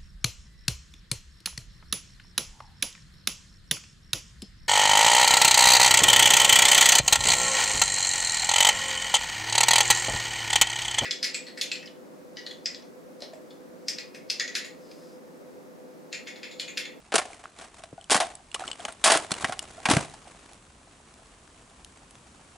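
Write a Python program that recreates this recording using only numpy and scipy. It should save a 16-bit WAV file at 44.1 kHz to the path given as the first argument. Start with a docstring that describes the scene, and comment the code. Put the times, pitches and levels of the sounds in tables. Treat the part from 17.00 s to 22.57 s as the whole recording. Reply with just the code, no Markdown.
"""Hands slap rifles and uniforms in four ragged volleys as a squad drills outdoors in snow.
Each impact is a pressure spike followed by a brief rattle, coloured by the rifle and by the air
under the palm; dull thumps weigh most in the last volley. Steel fittings clink and hollow rifle
parts ring in their natural modes, and cloth rustles by friction. A faint scattered echo and a
quiet open-air hiss surround the squad, a few metres from the microphone."""
import sys
import numpy as np
from scipy import signal
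from scipy.fft import rfft, irfft, next_fast_len
from scipy.io import wavfile

SR = 44100
rng = np.random.default_rng(int(sys.argv[2]) if len(sys.argv) > 2 else 0)


def digitize_waveform(pressure):
    """Quantize a signal to 16-bit integers and store it at the path in sys.argv[1].

    Rows of a 2-D input are taken as channels; values are limited to [-1, 1].
    """
    field = np.atleast_2d(pressure).T
    bounded = np.clip(field, -1, 1)
    quanta = np.round(bounded * 32767).astype(np.int16)
    wavfile.write(sys.argv[1], SR, quanta)


N = 245627

# loudness of the open air: t/s, level/dB
AIR_LEVELS = [(0, -58.5), (1.0, -58.5), (2.6, -53.5), (3.2, -53), (3.7, -56), (5.57, -54)]
# spectral shapes of the air, its side signal, the echo, cloth, palm and slap: f/Hz, level/dB
AIR_SPECTRUM = [(15, -30), (25, -4), (69, 2), (92, -3.5), (218, -4.5), (296, -7), (635, -13), (685, -17),
                (1030, -12), (1670, -17.5), (2100, -21), (2390, -19), (5120, -23), (8100, -19.5),
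                (11000, -26), (14300, -94), (22000, -120)]
AIR_SIDE_SPECTRUM = [(60, -31), (190, -18), (350, -13), (630, -4.5), (2000, -2.5), (6500, -6),
                     (11000, -10.5)]
ECHO_SPECTRUM = [(60, 1), (200, -1.5), (750, 3.5), (1500, -4.5), (3000, -2), (11000, -6)]
CLOTH_SPECTRUM = [(50, -7), (150, -6), (300, 4), (480, 0.5), (720, 0.5), (1100, 2.5), (1600, -0.5),
                  (2500, -2.5), (5000, -8.5), (8500, -6), (11000, -15)]
PALM_SPECTRUM = [(30, -56), (60, -36), (130, -12.5), (240, 7.5), (400, -1), (700, -17), (2000, -29)]
SLAP_SPECTRUM = [(50, -40), (100, -38), (300, -10), (480, -8.5), (680, -0.5), (900, -4.5), (2000, -3),
                 (3000, -3.5), (6000, -5), (9000, -2.5), (11000, -8)]
# movements of arms and slings: t/s, hold/s, rustle level/dB
MOVEMENTS = [(0.23,.12,-49.5), (0.59,.04,-46), (0.753,.04,-52.5), (1.172,.06,-37), (1.606,.08,-43),
             (1.794,.11,-46), (2.096,.09,-35), (2.336,.16,-38.5), (2.57,.24,-50.5), (2.917,0.037,-27),
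             (3.047,.03,-45), (3.15,.38,-56), (4.11,.2,-61)]
# chance knocks of loose gear: rate/(1/s), level over the rustle/dB, f/Hz, scatter/octaves
FITTING_KNOCKS = (16, 3.6, 3600, 0.457)
HOLLOW_KNOCKS = (8.2, 14.5, 734, 0.14)
# natural modes of fittings and hollow parts: ratio to the lowest mode, level/dB, share of t60
STEEL_MODES = [(1, 0, 0.93), (1.15, -3, 0.42), (1.41, -9.5, 0.68), (1.72, -12, 0.63), (2.6, -8.5, 0.82),
               (2.72, -4, 0.47), (3.15, -32, 0.44)]
HOLLOW_PART_MODES = [(1, -3, 0.75), (1.09, -8.5, 0.88), (2.15, -19, 0.89)]
# sling swivels and catches meeting: t/s, level/dB, relative tick level/dB, lowest mode f/Hz
FITTING_HITS = [(.615,-48,-5,2430), (1.012,-36,-17,2980), (1.042,-39,4,2990), (1.106,-18,2,3500),
                (1.353,-28,-2,8080), (1.516,-32,-14,2920), (1.544,-20,3.5,3060), (1.547,-20.5,-1,2870),
                (1.678,-20.5,-25,2970), (1.715,-18,-25,2960), (1.731,-28.5,-18,3020), (1.803,-32,-20,3170),
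                (1.924,-30.5,.5,8640), (2.319,-15.5,-12,4250), (2.34,-22.5,-6,2930), (2.592,-19,5,3010),
                (2.626,-30,-14,7160), (3.533,-49,17.5,2400), (4.14,-47,6.5,2350), (4.847,-44.5,15.5,3220),
                (5.109,-45.5,8.5,8000)]
# jolts that set a hollow rifle part ringing: t/s, level/dB, f/Hz, t60/s
HOLLOW_JOLTS = [(0.456,-19.5,1240,0.0095), (.928,-26,477,.02), (.980,-32,698,0.083),
                (1.207,-24.5,701.6,0.31), (1.222,-17,675,0.11), (1.561,-23,1110,0.028),
                (1.620,-26.5,693,0.086), (1.639,-26.5,1324,0.036), (1.795,-34,703,.13),
                (1.884,-28.5,1380,0.068), (2.445,-22,782,0.06), (2.496,-24,712,0.11), (2.777,-32,654,0.096)]
# arms and rifles landing on padded bodies: t/s, level/dB, f/Hz
BODY_BLOWS = [(.142,-13.5,442), (0.161,-31.5,172), (.930,-33,152), (1.114,-17,420), (1.153,-20.5,225),
              (2.155,-20,310), (2.316,-22,193), (2.438,-26,137), (2.491,-33,121), (2.887,-15.5,183),
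              (2.909,-8.5,279), (2.933,-12.5,115), (2.966,-6.5,152), (2.988,-22.5,165), (3.005,-28,115)]
# resonances shared by the rifles: f/Hz, width/Hz, lift/dB
RIFLE_RESONANCES = [(680, 540, 7.5), (1094, 48, 4.5), (1580, 400, 3.5), (3170, 450, 0.5)]
# hands striking rifles and uniforms: t/s, relative level/dB, treble tilt/dB, t60/s
HAND_SLAPS = [(.121,-12.5,-28.5,0.076), (.14,-9.5,-19.5,0.12), (0.156,-5,-11,0.056),
              (0.181,-6.5,-16.5,0.078), (.216,-23,-24,0.088), (.254,-25,-18,0.04), (0.439,-33.5,-24,0.14),
              (.837,-29,-14,0.043), (1.098,-12.5,-19,0.051), (1.106,-17,-3.5,0.09), (1.112,-11,-9,0.084),
              (1.118,-7.5,-12,.12), (1.127,-12.5,-3.5,0.037), (1.145,-7,-14.5,0.09), (1.155,-10,-17,0.05),
              (1.164,-10.5,-9,0.05), (1.176,-12,-19,0.034), (1.202,-9,-17.5,.12), (1.546,-17.5,-12.5,0.053),
              (1.606,-24.5,-24,0.071), (1.851,-12,-19,0.027), (1.883,-23.5,-23,0.056), (2.0405,-13,-1,0.17),
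              (2.059,-5,-14,0.17), (2.076,-4.5,-20.5,0.094), (2.100,-4,-16.5,0.16), (2.1195,-3,-12,.07),
              (2.139,-9.5,-17.5,0.11), (2.150,-8.5,-17.5,0.12), (2.173,-15,-7,0.027), (2.308,-27,-7,0.046),
              (2.317,-14.5,-4.5,0.026), (2.4445,-8.5,-24,.06), (2.495,-20,-21.5,.025),
              (2.523,-18,-21,0.069), (2.8555,-3,-27.5,0.058), (2.887,-8.5,-23.5,.08), (2.899,-7,-14,0.11),
              (2.912,-5.5,-14.5,0.06), (2.936,-4.5,-21,0.019), (2.968,-6.5,-19.5,0.026),
              (2.981,-20,-27,0.095), (3.138,-33,-13,0.066)]


def undb(db):
    """Amplitude ratio of a level in decibels."""
    return 10 ** (np.asarray(db) / 20)


def unit(x):
    """Normalisation to an rms of 1."""
    return x / np.sqrt(np.mean(x ** 2))


def colour(x, spectrum, resonances=()):
    """Minimum-phase filter of unit power gain: a spectral shape with resonance peaks on top."""
    size = next_fast_len(x.shape[-1] // 2 + 1, True) * 2
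    hz = np.maximum(np.fft.rfftfreq(size, 1 / SR), 1)
    point_hz, point_db = np.transpose(spectrum)
    db = np.interp(np.log(hz), np.log(point_hz), point_db)
    for centre, width, lift in resonances:
        db = db + lift / (1 + (2 * (hz - centre) / width) ** 2)
    # folding the cepstrum onto positive time makes the filter causal
    cepstrum = irfft(np.log(unit(undb(db))))
    cepstrum[1:size // 2] *= 2
    cepstrum[size // 2 + 1:] = 0
    return irfft(rfft(x, size) * np.exp(rfft(cepstrum)))[..., :x.shape[-1]]


def fade(t, t60):
    """Exponential damping, 60 dB down after t60 seconds."""
    return np.exp(-np.log(1000) * t / t60)


def rise(t, rise_s):
    """Exponential build-up with time constant rise_s."""
    return 1 - np.exp(-t / rise_s)


def stereo(pair, side_db):
    """Left and right as the sum and difference of a mid and a side signal."""
    return pair[0] + undb(side_db) * pair[1] * np.array([[1], [-1]])


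def add(out, start_s, sound):
    """Superposition of a sound on the mix from start_s on."""
    start = max(int(start_s * SR), 0)
    out[:, start:start + sound.shape[-1]] += sound[..., :N - start]


def wander(rate_hz):
    """Random modulation: Gaussian values joined by straight lines."""
    return np.interp(np.arange(N) / SR * rate_hz, np.arange(N // 10), rng.standard_normal(N // 10))


def ring(modes, t, hz, t60, detune):
    """Free vibration as a sum of damped modes, in mid and side; each part is tuned a little apart."""
    out = 0
    for ratio, db, share in modes:
        mode_hz = hz * ratio * (1 + detune * rng.standard_normal())
        cycles = mode_hz * t + rng.random((2, 1))
        out = out + (mode_hz < SR / 2) * undb(db) * fade(t, t60 * share) * np.sin(2 * np.pi * cycles)
    return out


def open_air():
    """Ambient noise: a rumble nearly alike in both channels and a less coherent, wider hiss."""
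    mid, side = colour(rng.standard_normal((2, N)), AIR_SPECTRUM)
    noise = stereo([mid, colour(side, AIR_SIDE_SPECTRUM)], side_db=-7)
    level_db = np.interp(np.arange(N) / SR, *np.transpose(AIR_LEVELS))
    return unit(noise) * undb(level_db)


def echo(direct, t60=0.43, wet_db=-21):
    """Absorption and scattering: snow takes most of the sound, people and stonework return a dull tail."""
    t = np.arange(SR * 3 // 4) / SR
    scatter = rng.standard_normal((2, len(t))) * fade(t, t60) * rise(t, 0.005)
    tail = stereo(colour(scatter, ECHO_SPECTRUM), side_db=-6)
    response = unit(tail) / np.sqrt(len(t))
    return undb(wet_db) * signal.fftconvolve(direct.mean(axis=0)[None], response, axes=1)[:, :N]


def movement_level(swell_db_per_s=240, settle_db_per_s=176, still_db=-61):
    """Excitation level in dB: each movement grows, holds and decays exponentially over a faint stir."""
    t = np.arange(N) / SR
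    levels = [db - swell_db_per_s * np.maximum(start - t, 0)
              - settle_db_per_s * np.maximum(t - start - hold, 0) for start, hold, db in MOVEMENTS]
    return 20 * np.log10(np.hypot(undb(np.max(levels, axis=0)), undb(still_db)))


def cloth_rustle(movement_db, crinkle_db=5, fold_db=2):
    """Friction noise: stiff cloth rubs in folds and crinkles and faintly excites the hollow rifle parts."""
    grain = unit(undb(crinkle_db * wander(rate_hz=310) + fold_db * wander(rate_hz=60)))
    friction = rng.standard_normal((2, N)) * grain * undb(movement_db)
    hollow_resonance = (700, 150, 7)  # f/Hz, width/Hz, lift/dB
    return stereo(colour(friction, CLOTH_SPECTRUM, [hollow_resonance]), side_db=-10)


def loose_knocks(movement_db, rate, over_db, hz, octaves, scatter_db=2.5, limit_db=-32.5):
    """Random collisions of loose gear, harder as its wearer moves: rows of t/s, level/dB, f/Hz."""
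    time_jitter, level_jitter, pitch_jitter = rng.uniform(-1, 1, (N // 2000, 3)).T
    times = (np.arange(len(time_jitter)) + 1 + time_jitter) / rate
    levels = np.interp(times * SR, np.arange(N), movement_db) + over_db + scatter_db * level_jitter
    rows = zip(times, np.minimum(levels, limit_db), hz * 2 ** (octaves * pitch_jitter))
    return [row for row in rows if row[0] < N / SR]


def fitting_clinks(movement_db, ring_db=-6, contact_db=-3, loose_tick_db=5):
    """Hard contact: small steel fittings give a bright tick and ring briefly in inharmonic modes."""
    out, t = np.zeros((2, N)), np.arange(SR // 7) / SR
    highpass = signal.butter(1, 2500, "high", fs=SR, output="sos")
    loose = [(start, db, loose_tick_db, hz)
             for start, db, hz in loose_knocks(movement_db, *FITTING_KNOCKS)]
    for start, db, tick_db, hz in FITTING_HITS + loose:
        tick = signal.sosfilt(highpass, rng.standard_normal((2, len(t))) * fade(t, t60=0.01))
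        ringing = ring(STEEL_MODES, t, hz, t60=0.026, detune=0.023)
        clink = undb(ring_db) * ringing + undb(contact_db + tick_db) * tick
        add(out, start, undb(db) * stereo(clink, side_db=-9))
    return out


def hollow_rings(movement_db, jolt_db=-20, jolt_hz=728.4, jolt_octaves=0.12,
                 jolt_t60=0.054, loose_t60=0.04):
    """Resonance: hollow rifle parts give a short, nearly pure tock when jolted, slapped or shaken."""
    out, t = np.zeros((2, N)), np.arange(SR // 5) / SR
    # the level follows the blow; the pitch differs from rifle to rifle
    slapped = [(start, jolt_db + 0.5 * db, jolt_hz * 2 ** (jolt_octaves * rng.standard_normal()), jolt_t60)
               for start, db, _, _ in HAND_SLAPS]
    loose = [(start, db, hz, loose_t60) for start, db, hz in loose_knocks(movement_db, *HOLLOW_KNOCKS)]
    for start, db, hz, t60 in HOLLOW_JOLTS + slapped + loose:
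        tock = ring(HOLLOW_PART_MODES, t, hz, t60, detune=0.016) * rise(t, 0.00059)
        add(out, start, undb(db) * stereo(tock, side_db=-14))
    return out


def body_thumps(padding_db=-8, low_cut_hz=80):
    """Heavily damped oscillation: a soft blow rocks the body for a few cycles as the padding crumples."""
    out, t = np.zeros((2, N)), np.arange(SR // 5) / SR
    envelope = rise(t, 0.00083) * fade(t, t60=0.039)
    for start, db, hz in BODY_BLOWS:
        padding = stereo(colour(rng.standard_normal((2, len(t))), PALM_SPECTRUM), side_db=-3)
        thump = np.sin(2 * np.pi * hz * t) + undb(padding_db) * padding
        add(out, start, undb(db) * thump * envelope)
    # a body is too small to radiate the deepest bass
    return signal.sosfilt(signal.butter(2, low_cut_hz, "high", fs=SR, output="sos"), out)


def hand_slaps(gain_db=-8, palm_db=-20, crack_db=4, spike_db=16, hardening=0.6, rattle_db=2,
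               split_hz=3000, treble_t60_share=0.92, neutral_tilt_db=-13,
               cup_hz=1000, cup_q=3.2, cup_db=5, tilt_db_per_octave=14, cup_scatter_octaves=0.26):
    """Impact excitation: each hand cracks on contact and the rifle chatters over the thud of the palm."""
    out, t = np.zeros((2, N)), np.arange(SR // 7) / SR
    lowpass = signal.butter(2, split_hz, fs=SR, output="sos")
    highpass = signal.butter(1, split_hz, "high", fs=SR, output="sos")
    for start, db, tilt_db, t60 in HAND_SLAPS:
        contact_noise, palm_noise = rng.standard_normal((2, 2, len(t)))
        # skin squeezes out a spurt of air; the harder the blow, the more its pressure spike stands out
        crack = undb(crack_db) * contact_noise * fade(t, t60=0.00056)
        crack[0, 0] += undb(spike_db + hardening * db)
        # loose parts knock about once a millisecond, each time with a different force
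        force_db = rattle_db * np.repeat(rng.standard_normal(len(t)), SR // 1000)[:len(t)]
        chatter = contact_noise * unit(undb(force_db))
        low = signal.sosfilt(lowpass, crack + chatter * fade(t, t60))
        high = signal.sosfilt(highpass, crack + chatter * fade(t, t60 * treble_t60_share))
        # the air cupped under the hand resonates; the duller the slap, the higher this pop
        treble_db = tilt_db - neutral_tilt_db
        octaves = cup_scatter_octaves * rng.standard_normal() - treble_db / tilt_db_per_octave
        pop_hz = cup_hz * 2 ** octaves
        resonances = [*RIFLE_RESONANCES, (pop_hz, pop_hz / cup_q, cup_db)]
        hit = colour(low - undb(treble_db) * high, SLAP_SPECTRUM, resonances)
        thud = undb(palm_db) * colour(palm_noise * fade(t, t60=0.042), PALM_SPECTRUM)
        add(out, start, undb(db + gain_db) * (stereo(hit, side_db=-14) + stereo(thud, side_db=-7)))
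    return out


def scene():
    """Superposition of the open air, the squad's direct sound and its faint echo."""
    air, movement_db = open_air(), movement_level()
    impacts = hand_slaps() + body_thumps()
    squad = impacts + cloth_rustle(movement_db) + fitting_clinks(movement_db) + hollow_rings(movement_db)
    return air + squad + echo(squad)


def record(dry, ceiling=0.55, top_hz=11050):
    """Saturation and band limiting: the microphone rounds the loudest peaks and cuts the top."""
    lowpass = signal.ellip(10, 0.2, 70, top_hz, fs=SR, output="sos")
    return signal.sosfilt(lowpass, ceiling * np.tanh(dry / ceiling))


dry = scene()
out = record(dry)
digitize_waveform(out)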